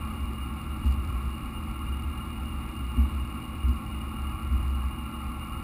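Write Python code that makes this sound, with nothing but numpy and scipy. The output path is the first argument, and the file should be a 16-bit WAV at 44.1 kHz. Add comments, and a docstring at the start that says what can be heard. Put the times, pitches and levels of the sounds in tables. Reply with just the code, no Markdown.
"""Off-roader idling along a dirt trail

A six-cylinder off-roader creeps over rough ground at idle, heard from a microphone fixed to its body.
The engine is summed from wavering orders and ticks with resonated impulses; fan and belt are
resonated noise over a steady rush. The body booms unevenly near 66 Hz, and bumps add thumps, panel
knocks, rattles and grit. Slow sampling with held steps adds a thin metallic sheen."""
import sys
import numpy as np
from scipy import signal
from scipy.fft import rfft, irfft
from scipy.io import wavfile
from scipy.ndimage import uniform_filter1d

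SR = 44100
rng = np.random.default_rng(int(sys.argv[2]) if len(sys.argv) > 2 else 0)


def wrap_up_sound(samples):
    """Save the sound to the file named by the first command line argument, as 16-bit audio."""
    columns = np.atleast_2d(samples).T
    # keep every value between -1 and 1, then stretch to whole-number steps
    tamed = np.clip(columns, -1, 1)
    steps = np.round(tamed * 32767).astype(np.int16)
    wavfile.write(sys.argv[1], SR, steps)


N = 248283

# Bumps in the trail: start_s, boom_db (before the jolt's shape), driven_s (time the body is pushed),
# boom_t60_s, knock_db (before the knock's shape), grit_grains_per_s (at the start; zero or below: none)
BUMPS = [(0.246, -27.5, 0.093, .15, -45, 0), (.845, -16.5, 0.067, 0.23, -30.5, 300),
         (.965, -24.5, 0.041, 0.11, -40, 0), (1.235, -25, 0.043, .2, -39, 0),
         (1.75, -27.5, 0.058, 0.13, -43, 0), (2.8, -26, .055, 0.2, -37, -2),
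         (2.974, -15.5, 0.044, .38, -23.5, 40), (3.632, -18, 0.041, .1, -35, 60),
         (3.678, -17.5, .035, 0.12, -27.5, 0), (4.5, -18.5, 0.0646, 0.053, -32, 30),
         (4.613, -25.5, 0.071, 0.52, -48, 0), (5.25, -26, 0.036, 0.089, -38, -5)]


def undb(db):
    """Decibels to gain."""
    return 10 ** (np.asarray(db) / 20)


def unit(x):
    """Scale to rms 1."""
    return x / np.sqrt(np.mean(x ** 2))


def since(start_s):
    """Seconds since a moment, zero before it."""
    return np.maximum(np.arange(N) / SR - start_s, 0)


def curve(rows):
    """Each column of a time table, interpolated sample by sample."""
    times_s, *columns = np.transpose(rows)
    return [np.interp(np.arange(N) / SR, times_s, column) for column in columns]


def walk(rate_hz):
    """Slow chance: random levels, rate_hz of them a second, joined by ramps; spread near 1."""
    step = int(SR / rate_hz)
    levels = np.repeat(rng.standard_normal(N // step + 1), step)
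    return 1.183 * uniform_filter1d(levels, step)[:N]


def colour(x, points):
    """Give a white signal of rms 1 a spectrum of (Hz, dB per Hz) points, joined along log frequency."""
    hz, db = np.transpose(points)
    bins_hz = np.maximum(np.arange(N + 1) * SR / (2 * N), 1)
    gain = undb(np.interp(np.log(bins_hz), np.log(hz), db))
    # white noise of rms 1 spreads its power over SR / 2
    return irfft(rfft(x, 2 * N) * gain)[:N] * np.sqrt(SR / 2)


def resonate(x, hz, width_hz):
    """A resonance applied twice, for steep flanks; the width is that of one pass."""
    b, a = signal.iirpeak(hz, hz / width_hz, fs=SR)
    once = signal.lfilter(b, a, x)
    return signal.lfilter(b, a, once)


def blown(modes):
    """Resonances (Hz, width Hz, dB), each stirred by its own turbulence; the sum has rms 1."""
    return unit(sum(undb(db) * resonate(rng.standard_normal(N), hz, width_hz)
                    for hz, width_hz, db in modes))


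def firings(cycle, scatter_db, jitter_s, count=6):
    """One impulse per cylinder and cycle, each of its own strength and slightly off the beat."""
    at = np.flatnonzero(np.diff(np.floor(cycle * count)))
    size, late = np.clip(rng.standard_normal((len(at), 2)), -3, 1.4).T
    late_samples = (late * jitter_s * SR).astype(int)
    pulses = np.zeros(N)
    pulses[np.clip(at + late_samples, 0, N - 1)] = undb(scatter_db * size)
    return pulses


def engine_bay(whir_waver_db=0.75, whistle_db=-51.5, flutter_db=0.6):
    """Fan and belt drive sing as turbulence stirs their resonances, over a steady rush of air and tyres."""
    # engine bay resonances that the fan excites: centre_hz, width_hz, relative_db
    whir_modes = [(522, 19.5, -14.5), (782.7, 49, -8.5), (856.3, 47, -6), (990, 20, -34), (1074.8, 36, 0),
                  (1142.6, 95, -0.5), (1241, 63, -2), (1279, 23, -7.5), (1358.3, 40.5, -1),
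                  (1659, 41, -15.5), (1898, 39, -20.5), (2222, 140, -13.5), (2404, 91, -14)]
    # belt whistle: centre_hz, width_hz, relative_db
    whistle_modes = [(2791, 57, -8.5), (2846, 47.5, -3.5)]
    # cooling fan: time_s, whir_db (rms before its waver)
    fan_level = [(0, -45), (3.4, -46), (5.63, -43.5)]
    # rush of air and tyres: frequency_hz, density_db_per_hz (before its flutter)
    rush_spectrum = [(100, -115), (420, -85), (560, -83), (690, -85), (900, -82), (1440, -82.5),
                     (1540, -90), (1900, -90.5), (2080, -83.5), (2720, -85.5), (3000, -95.5), (3250, -100),
                     (3700, -93), (5000, -106), (6000, -107)]
    whir = blown(whir_modes) * undb(curve(fan_level)[0] + whir_waver_db * walk(7.9))
    whistle = blown(whistle_modes) * undb(whistle_db)
    rush = colour(rng.standard_normal(N), rush_spectrum) * undb(flutter_db * walk(12))
    return whir + whistle + rush


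def ticks(cycle, tick_hz=4600.0, tick_db=-70., second_db=-9.0):
    """Faint resonated ticks in step with the engine: one per firing and a weaker one in between."""
    first = firings(cycle, scatter_db=3., jitter_s=.0004)
    second = firings(cycle + .07, scatter_db=3.5, jitter_s=.0015)
    clicks = resonate(first + undb(second_db) * second, tick_hz, width_hz=1150.)
    return unit(clicks) * undb(tick_db)


def panels(cycle, throb=0.67, count=6):
    """Body panels shudder: coloured noise that swells once per firing."""
    # panels shaken by the firings: frequency_hz, density_db_per_hz (before the drivetrain load)
    panel_spectrum = [(15, -100), (30, -68), (48, -61.5), (84, -60), (104, -80), (162, -69), (181, -79.5),
                      (202, -79.5), (222, -63.5), (243, -63.5), (264, -68), (322, -72.5), (378, -76),
                      (420, -98.5), (700, -115)]
    push = 1 + throb * np.cos(2 * np.pi * count * cycle)
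    return colour(unit(push * rng.standard_normal(N)), panel_spectrum)


def grit(hz=4330.0, width_hz=1800.0, grain_db=-20.5, fade_s=.03):
    """Some bumps throw grit against the underbody: random impulses, quickly thinning out, resonated."""
    rate = sum(per_s * (since(start_s) > 0) * np.exp(-since(start_s) / fade_s)
               for start_s, *_, per_s in BUMPS)
    grains = (rng.random(N) < rate / SR) * rng.uniform(0.7, 1, N)
    return undb(grain_db) * resonate(grains, hz, width_hz)


def jolts(rise_s=0.01):
    """How hard each bump shakes the body, 0-1: a quick rise, a short push, then a ring-out."""
    shakes = []
    for start_s, _, driven_s, t60_s, *_ in BUMPS:
        t = since(start_s)
        rise = 1 - np.exp(-(t / rise_s) ** 2)
        ring_out = np.exp(-np.log(1000) * np.maximum(t - driven_s, 0) / t60_s)
        shakes.append(rise * ring_out)
    return np.array(shakes)


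def knocks(shakes, knock_hz=233.8, knock_t60_s=0.21, rattle_hz=228.0, rattle_width_hz=74.0, rattle_db=-13):
    """As a wheel drops into a rut, a panel rings as a decaying sine and loose trim rattles as noise."""
    out = np.zeros(N)
    # rattle_db is relative to the knock that shakes the trim
    rattle = undb(rattle_db) * unit(resonate(rng.standard_normal(N), rattle_hz, rattle_width_hz))
    for (start_s, _, _, _, knock_db, _), shake in zip(BUMPS, shakes):
        t = since(start_s)
        # the strike ramps up over one period, then dies away
        strike = np.minimum(t * knock_hz, 1) * np.exp(-np.log(1000) * t / knock_t60_s)
        knock = strike * np.sin(2 * np.pi * knock_hz * t)
        out += undb(knock_db) * (knock + shake * rattle)
    return out


def boom(shakes, hz=66.16, sway_width_hz=20.4, evenness=0.63, body_hz=66.5, body_width_hz=53.0):
    """The lowest body resonance: rough ground rocks it unevenly, a bump makes it ring loud and true."""
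    # roughness of the trail under the wheels: time_s, rocking_db (before the body resonance)
    trail = [(0, -31), (.45, -35.5), (.6, -46), (.8, -39), (1.1, -28.5), (1.35, -35), (2.0, -32),
             (2.2, -36.5), (2.55, -40.5), (3.1, -31), (3.5, -35.5), (4.2, -36), (4.85, -28), (4.98, -52),
             (5.63, -35.5)]
    sway = signal.hilbert(resonate(rng.standard_normal(N), hz, sway_width_hz))
    # the dampers even out the swells; the trail sets their average strength
    swell = np.abs(sway) ** np.clip(1 - evenness, 0, 1)
    swell = swell / np.sqrt(uniform_filter1d(swell ** 2, size=SR // 6))
    rocking = np.sqrt(2) * undb(curve(trail)[0]) * swell * np.cos(np.angle(sway))
    thumps = sum(undb(boom_db) * shake * np.sin(2 * np.pi * hz * since(start_s))
                 for (start_s, boom_db, *_), shake in zip(BUMPS, shakes))
    # the body's inertia rounds each swell; a bump takes over from the rocking
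    rounded = resonate(rocking, body_hz, body_width_hz)
    return rounded * (1 - shakes.max(axis=0)) + thumps


def hum(cycle, waver_db=1.24, slip_rad=0.16):
    """Engine orders as sines; uneven combustion makes each waver in level and phase."""
    # engine hum: multiple of the cycle rate, level_db (rms before its waver)
    orders = [(6, -47), (7, -58), (10, -43), (11, -42), (12, -53), (18, -47.5), (19, -51), (24, -53.5),
              (26, -53.5), (30, -58.5), (33, -46), (36, -54), (39, -60.5), (42, -61), (48, -52.5),
              (52, -59)]
    total = 0
    for order, db in orders:
        level = undb(db + waver_db * walk(10))
        phase = 2 * np.pi * (round(order) * cycle + rng.random()) + slip_rad * walk(7.8)
        total = total + level * np.sin(phase)
    return np.sqrt(2) * total


def scene():
    """All parts of the vehicle, turning with one crankshaft and shaken by the same bumps."""
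    # engine speed: time_s, four-stroke cycle_rate_hz (before a slight random drift)
    speed = [(0, 6.48), (1.1, 6.53), (2.25, 6.5), (3.0, 6.55), (3.5, 6.52), (5.63, 6.53)]
    # load on the drivetrain: time_s, panel_shudder_db
    load = [(0, 2), (1.2, 1.5), (2.4, 0.5), (3.4, 1.5), (4.3, -1), (5.63, -0.5)]
    cycle = np.cumsum(curve(speed)[0] * (1 + .002 * walk(6))) / SR
    shakes = jolts()
    shudder = panels(cycle) * undb(curve(load)[0])
    body = shudder + grit() + knocks(shakes) + boom(shakes)
    return (engine_bay() + ticks(cycle) + body + hum(cycle))[None]


def record(dry, hold_hz=12000, top_hz=15200):
    """Each slow sample is held four steps, which mirrors the sound faintly into the treble; then the top is cut."""
    slow = signal.resample_poly(dry, hold_hz, SR, axis=1)
    slow = signal.sosfilt(signal.butter(2, 5830, fs=hold_hz, output="sos"), slow)
    steps = np.repeat(slow, 4, axis=1)
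    held = signal.resample_poly(steps, SR, 4 * hold_hz, axis=1)[:, :N]
    return signal.sosfilt(signal.ellip(10, .2, 80, top_hz, fs=SR, output="sos"), held)


dry = scene()
out = record(dry)
wrap_up_sound(out)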